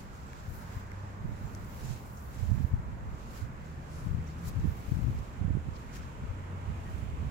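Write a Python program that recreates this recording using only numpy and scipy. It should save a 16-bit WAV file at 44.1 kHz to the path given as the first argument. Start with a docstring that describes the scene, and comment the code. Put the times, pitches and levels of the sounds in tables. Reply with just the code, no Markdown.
"""Hands rub and turn a leather wallet, close by on a lawn, over the low rumble of far traffic.
They open it and pry at the card pockets: skin slides on smooth leather, layers of leather rub,
a nail scrapes, and seams and the money clip tick. Light wind buffets the two microphone ports
in turn with low thumps. Behind lie an engine drone, faint leaves and one distant chirp."""
import sys
import numpy as np
from scipy import signal
from scipy.fft import rfft, irfft
from scipy.io import wavfile
from scipy.ndimage import uniform_filter1d, map_coordinates

SR = 44100
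rng = np.random.default_rng(int(sys.argv[2]) if len(sys.argv) > 2 else 0)


def unload_audio(sound):
    """Save the sound as a 16-bit wav file, at the path given as the first command line argument."""
    columns = np.transpose(np.atleast_2d(sound))
    # keep every value between -1 and 1, then stretch to whole-number steps
    steps = np.round(np.clip(columns, -1, 1) * 32767)
    wavfile.write(sys.argv[1], SR, steps.astype(np.int16))


N = 321930
TIME = np.arange(N) / SR
FREQ = np.maximum(np.fft.rfftfreq(N, 1 / SR), 1)
SIDES = np.array([[1], [-1]])   # left, right


def from_db(db):
    """Decibels to gain."""
    return 10 ** (np.asarray(db) / 20)


def rms_one(x):
    """Scale to rms 1."""
    return x / np.sqrt(np.mean(x ** 2) + 1e-20)


def in_time(rows):
    """Each column of an automation curve at every sample."""
    s, *columns = np.transpose(rows)
    return [np.interp(TIME, s, c) for c in columns]


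def over_hz(points):
    """Join points on a log-frequency axis."""
    hz, value = np.transpose(points)
    return np.interp(np.log(FREQ), np.log(hz), value)


def shaped(x, colour):
    """EQ noise to a colour, rolling off beyond its ends; rms 1."""
    ends = (1 + (colour[0][0] / FREQ) ** 4) * (1 + (FREQ / colour[-1][0] / 2) ** 4)
    return rms_one(irfft(rfft(x) * from_db(over_hz(colour)) / np.sqrt(ends), N))


def pan(balance_db):
    """Constant-power gains for a pan given as left minus right in dB."""
    gains = from_db(SIDES * balance_db / 2)
    return gains / np.sqrt(np.mean(gains ** 2, axis=0))


def drift(per_s):
    """A smooth random wander of rms 1."""
    knots = rng.standard_normal(4000)
    coarse = TIME[::32]
    curve = map_coordinates(knots, [coarse * per_s], order=2, mode="wrap")
    return np.interp(TIME, coarse, rms_one(curve))


def swell(s, length):
    """A short bell-shaped rise and fall around time s."""
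    return np.exp(-2 * np.minimum(((TIME - s) / length) ** 2, 20))


def bell_db(s, rise_s, fall_s, edge_db=6.5, shape=1.55):
    """A lopsided fade in and out, edge_db down at rise_s and fall_s; shape 2 is round, 1 pointed."""
    away = np.abs(TIME - s) / np.where(TIME < s, rise_s, fall_s)
    return -edge_db * np.minimum(away, 10) ** shape


def ring(x, hz, width_hz):
    """Pass twice through one damped resonance; rms 1."""
    r = np.exp(-np.pi * width_hz / SR)
    b = np.array([1, 0, -1]) * (1 - r * r) / 2
    a = [1, -2 * r * np.cos(2 * np.pi * hz / SR), r * r]
    return rms_one(signal.lfilter(b, a, signal.lfilter(b, a, x)))


# Stereo width of the background. Each row: frequency in Hz, coherence between the ports.
COHERENCE = [(40, 0.4), (130, 0.89), (290, 0.86), (640, 0.062), (1000, -0.47), (1400, -0.25), (2200, 0.36),
             (3100, -0.11), (6000, -0.00063)]

def diffuse():
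    """Noise from all around: alike at both ports in the bass, unrelated in the treble."""
    mid, side = rfft(rng.standard_normal((2, N)))
    alike = over_hz(COHERENCE)
    return irfft(np.sqrt(1 + alike) * mid + np.sqrt(1 - alike) * side * SIDES, N)


# Colour of the noise floor. Each row: frequency in Hz, EQ in dB.
HISS_EQ = [(100, -2), (2500, -2), (4000, -10), (5600, -11), (6600, 2.5), (7500, 3.5), (9000, -1.5),
           (15500, 1)]

def microphone_hiss(level_db):
    """Each microphone adds its own steady hiss."""
    return from_db(level_db) * shaped(rng.standard_normal((2, N)), HISS_EQ)


# The stir of the foliage. Each row: time in seconds, relative level in dB.
LEAF_LEVELS = [(0, -81), (.6, -86), (1.1, -77), (2.2, -70), (2.9, -73), (4.5, -66), (5.5, -66),
               (7.3, -61.5)]
# Its colour. Each row: frequency in Hz, EQ in dB.
LEAF_EQ = [(1200, 2), (2300, 9.5), (3300, 2), (4900, -10.5), (6200, -6.5), (7400, -5.5), (9000, -3.5),
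           (11000, -7.5), (15500, -19)]

def leaves(gain_db):
    """Stirring grass and leaves hiss faintly, toward the right."""
    stir_db, = in_time(LEAF_LEVELS)
    return shaped(diffuse(), LEAF_EQ) * from_db(stir_db + gain_db) * pan(-6.5)


def far_air(x, fading_db, fades_per_s, bands):
    """Moving air makes each band of a distant sound fade in and out on its own."""
    place = np.interp(np.log(FREQ), np.log([400, 2600]), [0, bands - 1])
    spectrum, out = rfft(x), 0
    for k in range(bands):
        band = irfft(spectrum * np.maximum(1 - np.abs(place - k), 0), N)
        out += band * from_db(fading_db * np.tanh(drift(fades_per_s)))
    return out


# The traffic bed. Each row: time in seconds, relative levels of rumble and of tyres in dB.
TRAFFIC_LEVELS = [(0, -51.5, -51.5), (.3, -52.5, -53), (.75, -51.5, -50), (1, -53, -51), (1.5, -49, -50.5),
                  (2.1, -51.5, -51.5), (3.2, -49, -50.5), (3.7, -50, -52), (4.5, -48.5, -50.5),
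                  (5.6, -48.5, -51.5), (6.1, -49.5, -51.5), (6.6, -49, -50), (7.3, -47.5, -50)]
# Brighter tyre hiss as cars come and go. Each row: time in seconds, level in dB.
PASSING_LEVELS = [(0, -63), (.45, -57.5), (.75, -56.5), (1.1, -60), (1.5, -57), (2, -66), (2.9, -64),
                  (3.6, -59.5), (4.2, -59), (5.45, -71), (5.9, -59), (7.3, -67.5)]
# Colours of these three layers. Each row: frequency in Hz, EQ in dB.
RUMBLE_EQ = [(20, -5), (45, 1.5), (75, 4.5), (100, -6), (125, 2), (160, -6), (205, -5.5), (300, -13),
             (450, -18), (700, -27.5), (1500, -45.5)]
TYRE_EQ = [(250, -22.5), (450, 1), (700, -0.5), (1000, 2.5), (1400, -3.5), (2000, -11), (2600, -16.5),
           (3400, -23.5), (5000, -26)]
PASSING_EQ = [(1000, -10.5), (1500, 2.5), (2000, -5), (2500, -10), (3100, -17), (4200, -18.5)]

def traffic(rumble_gain_db, tyre_gain_db):
    """The town rumbles, and tyre noise carries from a distant road through moving air."""
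    rumble_db, tyre_db = in_time(TRAFFIC_LEVELS)
    passing_db, = in_time(PASSING_LEVELS)
    rumble = shaped(diffuse(), RUMBLE_EQ) * from_db(rumble_db + rumble_gain_db)
    tyres = shaped(diffuse(), TYRE_EQ) * from_db(tyre_db + tyre_gain_db)
    passing = shaped(diffuse(), PASSING_EQ) * from_db(passing_db)
    road = far_air(tyres + passing, fading_db=2.05, fades_per_s=8, bands=10)
    return rumble * pan(-0.97) + road * pan(-1.97)


# The engine's note. Each row: time in seconds, pitch in Hz.
ENGINE_PITCH = [(0, 87.6), (.65, 92.05), (1.1, 99.8), (1.5, 102.2), (2.1, 82), (3.5, 79), (5.2, 80.6),
                (5.9, 83.6), (6.35, 92.1), (6.65, 92.5), (7.3, 86)]
# Its swells under load. Each row: peak time, rise and fall in seconds, relative level in dB,
# second harmonic in dB against the first.
ENGINE_LOADS = [(.8, 0.29, 1, -41, -12), (4.1, 0.38, 0.6, -40.5, -1.5), (6.45, 0.14, .45, -34.5, -22)]

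def engine(gain_db, waver_db):
    """A far exhaust note swells and fades, unsteady after its long way through the air."""
    hz, = in_time(ENGINE_PITCH)
    phase = 2 * np.pi * np.cumsum(hz + 1.6 * drift(10)) / SR
    note = 0
    for s, rise_s, fall_s, level_db, overtone_db in ENGINE_LOADS:
        tone = np.sin(phase) + from_db(overtone_db) * np.sin(2 * phase)
        note += tone * from_db(level_db + bell_db(s, rise_s, fall_s))
    return note * from_db(gain_db + waver_db * drift(13))


# One faint chirp: midpoint and length in seconds, pitch in Hz, level in dB.
FAR_CHIRP = (6.875, .035, 1865, -55)

def chirp():
    """A short, slightly unsteady whistle far away."""
    s, length, hz, level_db = FAR_CHIRP
    phase = 2 * np.pi * np.cumsum(hz + 20 * drift(80)) / SR
    return np.sin(phase) * swell(s, length) * from_db(level_db)


# Gusts, each favouring one port. Each row: start and hold in seconds, relative level and pan in dB.
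WIND_GUSTS = [(0.478, 0.079, -41, 17), (1.247, 0.08, -35, -16), (1.433, 0.019, -35.5, -24),
              (1.83, 0.099, -37.5, -21), (2.288, 0.033, -43, 3), (2.378, 0.06, -41, -20),
              (2.47, 0.14, -29, -19), (2.72, 0.085, -37, 8), (2.77, 0.37, -40, -4),
              (3.432, 0.017, -34, -26), (4.053, 0.14, -34, 13), (4.475, 0.02, -36, 14),
              (4.566, 0.034, -30.5, 20), (4.619, 0.088, -31, -11), (4.951, 0.16, -31, 22),
              (5.091, 0.123, -37.5, -14), (5.413, 0.16, -31, -17), (5.669, 0.026, -34.5, -16),
              (6.227, 0.078, -47, 10), (6.685, 0.017, -34, -27), (6.89, 0.23, -39.5, -24),
              (7.12, 0.039, -41, 19), (7.196, 0.072, -35.5, -21)]

def gusting(breeze_db=-58.5, attack_s=0.018, release_s=0.026):
    """Wind strength at each port: every gust rises quickly, holds and dies back into the breeze."""
    power = from_db(breeze_db) ** 2
    for s, hold_s, level_db, balance_db in WIND_GUSTS:
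        outside = np.maximum((s - TIME) / attack_s, (TIME - s - hold_s) / release_s)
        envelope = np.exp(-np.clip(outside, 0, 20))
        power = power + (envelope * from_db(level_db) * pan(balance_db)) ** 2
    return np.sqrt(power)


# Colour of the buffeting. Each row: frequency in Hz, EQ in dB.
WIND_EQ = [(20, -39), (35, -3), (60, 6), (100, 5), (150, -5.5), (220, -11.5), (300, -26), (450, -48),
           (800, -40)]
# The strongest eddies, heard as thumps. Each row: midpoint in seconds, relative level in dB,
# pitch in Hz, pan in dB, core in dB against the swing.
EDDY_THUMPS = [(0.521, -21.5, 60, 12, -22), (0.771, -18.5, 95, 18, -26), (1.256, -15.5, 135, -22, -16),
               (1.294, -18, 94, -22, -22), (1.456, -20, 110, -22, -18), (1.849, -20, 99.5, -22, -25),
               (1.912, -16, 118, -24, -22), (2.397, -18, 87, -22, -22), (2.431, -10.5, 86.5, -24, -24),
               (2.447, -18, 82, -22, -20), (2.494, -14, 78.4, -24, -11), (2.517, -6.5, 92, -36, -10.5),
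               (2.532, -10.5, 97, -26, -17), (2.55, -14.5, 108, -24, -17), (2.604, -12.5, 115, -21, -12),
               (2.648, -8, 76, -22, -8.5), (2.741, -6, 84, 28, -13), (3.439, -21, 89, -24, -22),
               (4.07, -14, 124, 22, -20), (4.114, -12, 80, 19, -20), (4.149, -14, 80, 24, -4),
               (4.187, -17.5, 129, 20, -19), (4.479, -20, 93, 18, -18), (4.569, -12.5, 98, 22, -20),
               (4.591, -14, 122, 22, -19), (4.645, -9.5, 130, -31, -9.5), (4.655, -9.5, 165, -31, -22),
               (4.673, -15.5, 130, -24, -11), (4.887, -17.5, 73.6, 20, -16), (4.922, -7, 117, 30, -12),
               (4.954, -15, 88, 22, -20), (4.971, -14, 128, 22, -20), (4.991, -15.5, 128, 22, -14),
               (5.047, -11, 106, 24, -11), (5.071, -11, 96, 24, -9), (5.083, -12.5, 113, 25, -9),
               (5.099, -12.5, 114, 17, -15), (5.197, -20.5, 101, -18, -22), (5.415, -13, 94.5, -24, -9),
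               (5.451, -10.5, 129, -23, -22), (5.482, -12.5, 115, -21, -11.5), (5.506, -11, 110, -29, -6),
               (5.552, -11, 123, -20, -13), (5.571, -12, 150, -21, -7.5), (5.687, -17, 118, -24, -10),
               (6.05, -26, 95, 14, -16), (6.238, -21, 200, 27, -13), (6.252, -20.5, 58, 22, -22),
               (6.294, -20, 68, 14, -26), (6.31, -17, 77.5, 16, -26), (6.702, -16.5, 130, -31, -28),
               (6.948, -20.5, 78, -22, -22), (7.034, -17, 85, -18, -26), (7.141, -19, 71, 21, -25),
               (7.272, -16.5, 99, -16, -21.5)]

def wind(gust_db, flutter_db, eddy_db, eddy_cycles, core_ratio, levelling_s):
    """Each port has its own turbulence; an eddy sweeps it aside with a pressure swing and tight core."""
    flow = shaped(rng.standard_normal((2, N)), WIND_EQ)
    # Even out the noise so that the gusts set its dynamics.
    flow /= np.sqrt(uniform_filter1d(flow ** 2, int(levelling_s * SR)) + 1e-6)
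    out = flow * gusting() * from_db(gust_db + flutter_db * drift(35))
    for s, level_db, hz, balance_db, core_db in EDDY_THUMPS:
        near = slice(int((s - .05) * SR), int((s + .05) * SR))
        cycles = (TIME[near] - s) * hz
        blend = np.exp(-(cycles / eddy_cycles) ** 2) * pan(balance_db) / np.sqrt(2)
        swing, core = np.cos(2 * np.pi * (np.outer([1, core_ratio], cycles) + rng.random((2, 1))))
        eddy = from_db(level_db + eddy_db) * (swing + from_db(core_db) * blend * core)
        out[:, near] += blend * (eddy - out[:, near])
    return out


# A fingernail on the pocket edges. Each row: midpoint and length in seconds, level in dB,
# ring pitch and bandwidth in Hz, pan in dB.
NAIL_SCRAPES = [(0.285, .03, -64, 7800, 800, -2), (0.715, .04, -66, 7500, 1200, -2),
                (1.472, 0.027, -61, 7100, 1700, -1), (1.865, .04, -58, 7000, 1800, -2),
                (1.915, 0.04, -57, 6100, 2400, -3), (2.182, .025, -59, 6500, 3800, 0),
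                (2.38, .05, -68, 6200, 2200, 0), (2.45, .025, -63, 7000, 1800, 0),
                (3.662, 0.013, -67, 7500, 900, -1), (3.956, 0.08, -71, 5000, 3300, 3),
                (4.01, 0.11, -62, 10600, 2300, 9), (4.28, 0.02, -61.5, 5930, 1200, 4),
                (4.313, 0.033, -65, 4500, 2400, 2), (4.394, .02, -62, 5140, 3800, 2),
                (4.484, .014, -61, 5800, 3200, -1), (5.758, 0.02, -57.5, 4670, 2700, 3),
                (5.957, 0.04, -56, 5400, 3400, 0), (5.964, 0.022, -57, 2500, 2100, -1),
                (6.04, .04, -64, 5000, 3800, 3)]

def scrapes(judder_db):
    """A nail sticks and slips along a stiff edge, which rings at a pitch of its own."""
    slipping = rng.standard_normal((2, N)) * from_db(judder_db * drift(300))
    out = np.zeros((2, N))
    for s, length, level_db, hz, width_hz, balance_db in NAIL_SCRAPES:
        near = np.abs(TIME - s) < 2 * length
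        ringing = ring(slipping[:, near], hz, width_hz)
        out[:, near] += ringing * swell(s, length)[near] * from_db(level_db) * pan(balance_db)
    return out


# Seams and money clip ticking. Each row: start in seconds, relative peak and pan in dB,
# ring pitch and bandwidth in Hz, crack in dB against the ring.
EDGE_TICKS = [(0.1532, -48, -4, 6900, 4000, -14), (0.332, -37.5, -1, 1900, 1100, -4),
              (0.917, -38, 0, 1890, 800, -7.5), (1.549, -42.5, -1, 5800, 3400, -12),
              (1.5503, -41, 4, 10000, 7000, -8), (1.6467, -42, 5, 10000, 7000, -8),
              (3.198, -56, -2, 5000, 3500, -12), (4.2418, -49, -4, 7500, 3980, -3),
              (4.3852, -47, 4, 12000, 7000, -5), (4.494, -40, 6, 13100, 8000, -10),
              (4.599, -48, 5, 5400, 4000, -14), (5.012, -53, 3, 7000, 4000, -18),
              (5.1895, -50, 5, 7000, 2500, -18), (5.7667, -47, 0, 4000, 3200, -12)]

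def ticks(gain_db, t60_s, snap):
    """A caught edge lets go: a crisp crack and a few milliseconds of ringing chatter."""
    out, age = np.zeros((2, N)), TIME[:2000]
    for s, peak_db, balance_db, hz, width_hz, crack_db in EDGE_TICKS:
        burst = rng.standard_normal((2, len(age))) * from_db(-60 * age / t60_s)
        burst[:, 0] = snap
        tick = ring(burst, hz, width_hz) + from_db(crack_db) * rms_one(burst)
        tick /= np.abs(tick).max(axis=1, keepdims=True)
        start = round(s * SR)
        out[:, start:start + len(age)] += tick * from_db(peak_db + gain_db) * pan(balance_db)
    return out


# The hands turn the wallet, fold it open, pry at a card pocket, shift grip and try the window pocket.
# Each row: fastest moment, speed-up and slow-down in seconds, then relative skin level,
# relative leather level, leather pan and skin brightness in dB.
HAND_STROKES = [(0, .05, 0.045, -62, -59.5, -3, -3), (.18, 0.093, 0.08, -68, -64.5, -3, 0),
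                (.38, 0.23, 0.19, -85.5, -60.5, -5, 0), (.58, 0.097, 0.064, -57, -71, 1, 4),
                (.75, 0.14, 0.11, -69, -60, -2.5, 10), (1, 0.26, 0.46, -92, -70, -11, 0),
                (1.5, 0.17, 0.15, -65.5, -67, -8, 0), (1.86, 0.2, 0.17, -58, -58.5, -3, 2),
                (1.92, 0.099, 0.045, -68, -56.5, -9, -2), (2.25, 0.33, 0.28, -61, -81, 0, 4.5),
                (2.41, 0.078, 0.14, -67, -58, -1, 4), (2.61, 0.074, 0.093, -66.5, -63.5, -1, 12),
                (3.21, 0.11, 0.087, -77, -64, -4, 0), (3.375, 0.073, 0.055, -59, -56, -3, 1),
                (3.67, 0.066, 0.1, -78, -65, -1, -4), (3.93, 0.07, 0.098, -72, -65.5, 0, -9),
                (4.04, 0.11, 0.1, -65.5, -66.5, 0, -9), (4.279, 0.027, 0.061, -84, -62.5, -3, 0),
                (4.47, 0.048, 0.04, -59, -60, -1, -2), (4.489, 0.024, 0.009, -47.5, -66, -1, 6),
                (4.63, 0.12, 0.21, -78, -68, 7, -1), (4.92, 0.4, 0.22, -62.5, -62.5, -2, 3),
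                (5.231, 0.17, 0.19, -83, -63.5, 0, 0), (5.79, 0.04, 0.13, -72, -65, 0, -4),
                (5.96, 0.024, 0.025, -59, -55, 3, -1), (6.01, .13, 0.13, -77, -62.5, -4, 0),
                (6.96, 0.17, 0.096, -66, -67, -3, 0), (7.25, .15, .2, -76, -78, -2, -4)]

def strokes(resting_skin_db=-79.5, resting_leather_db=-86):
    """Overlapping strokes add in power, and the hands never lie quite still; four curves in dB."""
    sliding, rubbing, brightness = from_db(resting_skin_db) ** 2, from_db(resting_leather_db) ** 2, 0
    for s, rise_s, fall_s, skin_db, leather_db, balance_db, bright_db in HAND_STROKES:
        power = from_db(2 * bell_db(s, rise_s, fall_s))
        glide = power * from_db(skin_db) ** 2
        sliding = sliding + glide
        brightness = brightness + glide * bright_db
        rubbing = rubbing + power * (from_db(leather_db) * pan(balance_db)) ** 2
    place_db = 10 * np.log10(rubbing[0] / rubbing[1])
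    return 10 * np.log10(sliding), brightness / sliding, 10 * np.log10(rubbing.mean(axis=0)), place_db


def friction(level_db, slips_per_s, spread_db, hiss):
    """Countless tiny slips of the grain over a smooth hiss; faster strokes slip more often."""
    speed = from_db((level_db - level_db.max()) / 2)
    slips = rng.random((2, N)) < slips_per_s * speed / SR
    sizes = from_db(spread_db * np.minimum(rng.exponential(1, (2, N)), 4))
    signs = rng.choice([-1, 1], (2, N))
    return rms_one(slips * sizes * signs / np.sqrt(speed)) + hiss * rng.standard_normal((2, N))


# Colour of leather on leather. Each row: frequency in Hz, EQ in dB.
LEATHER_EQ = [(900, -4), (2000, 4.5), (3500, -0.5), (5000, -1), (7200, -1), (9000, -3), (12000, -2.5),
              (15500, -5.5)]
# Its lean to the left port. Each row: frequency in Hz, pan in dB.
LEATHER_PAN = [(2000, 2.5), (7000, 0), (9500, 6), (15000, 3)]

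def leather(level_db, place_db, gain_db, judder_db):
    """The fibrous inner faces rub with a coarse rustle."""
    grain = shaped(friction(level_db, slips_per_s=9000, spread_db=4.0, hiss=0.98), LEATHER_EQ)
    stroke = grain * from_db(level_db + gain_db + judder_db * drift(80)) * pan(place_db)
    return irfft(rfft(stroke) * pan(over_hz(LEATHER_PAN)), N)


# Colour of skin on the smooth face. Each row: frequency in Hz, EQ in dB.
SKIN_EQ = [(2500, -33), (4000, -9), (6000, -9), (7500, -7.5), (9000, -3.5), (11500, -2), (15500, -3)]
# The left port hears it brighter. Each row: frequency in Hz, pan in dB.
SKIN_PAN = [(3000, -3), (7000, 2), (9500, 12), (15000, 18)]

def skin(level_db, bright_db, gain_db, judder_db, pivot_hz, wander_db):
    """Dry fingertips glide with a fine, very bright crackle whose colour shifts with the grip."""
    grain = rfft(shaped(friction(level_db, slips_per_s=4000, spread_db=0.0, hiss=1.0), SKIN_EQ))
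    upper = 1 / (1 + (pivot_hz / FREQ) ** 8)
    tilt = from_db((bright_db + wander_db * drift(14)) / 2)
    tilted = irfft(grain * upper, N) * tilt + irfft(grain * (1 - upper), N) / tilt
    stroke = tilted * from_db(level_db + gain_db + judder_db * drift(60))
    return irfft(rfft(stroke) * pan(over_hz(SKIN_PAN)), N)


def scene():
    """The wallet close by, in open air without echoes."""
    skin_db, bright_db, leather_db, place_db = strokes()
    wallet = skin(skin_db, bright_db, gain_db=7.0, judder_db=1.0, pivot_hz=11600, wander_db=4.0)
    wallet += leather(leather_db, place_db, gain_db=3.0, judder_db=1.06)
    wallet += ticks(gain_db=2.0, t60_s=0.011, snap=1.7) + scrapes(judder_db=2.5)
    air = wind(gust_db=1.0, flutter_db=1.5, eddy_db=-5.0, eddy_cycles=0.54, core_ratio=2.17,
               levelling_s=0.0606)
    bed = traffic(rumble_gain_db=8.0, tyre_gain_db=-0.07) + leaves(gain_db=4.0)
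    bed += microphone_hiss(level_db=-68.0) + engine(gain_db=-1.0, waver_db=2.8) + chirp()
    return wallet + air + bed


# A treble shelf on the whole mix. Each row: frequency in Hz, gain in dB.
MASTER_EQ = [(7700, -1.5), (8250, -9.5), (15500, -9)]

def record(dry, cutoff_hz=15850):
    """The top octave is shelved down and cut steeply."""
    cut = 1 / np.sqrt(1 + (FREQ / cutoff_hz) ** 240)
    return irfft(rfft(dry) * from_db(over_hz(MASTER_EQ)) * cut, N)


dry = scene()
out = record(dry)
unload_audio(out)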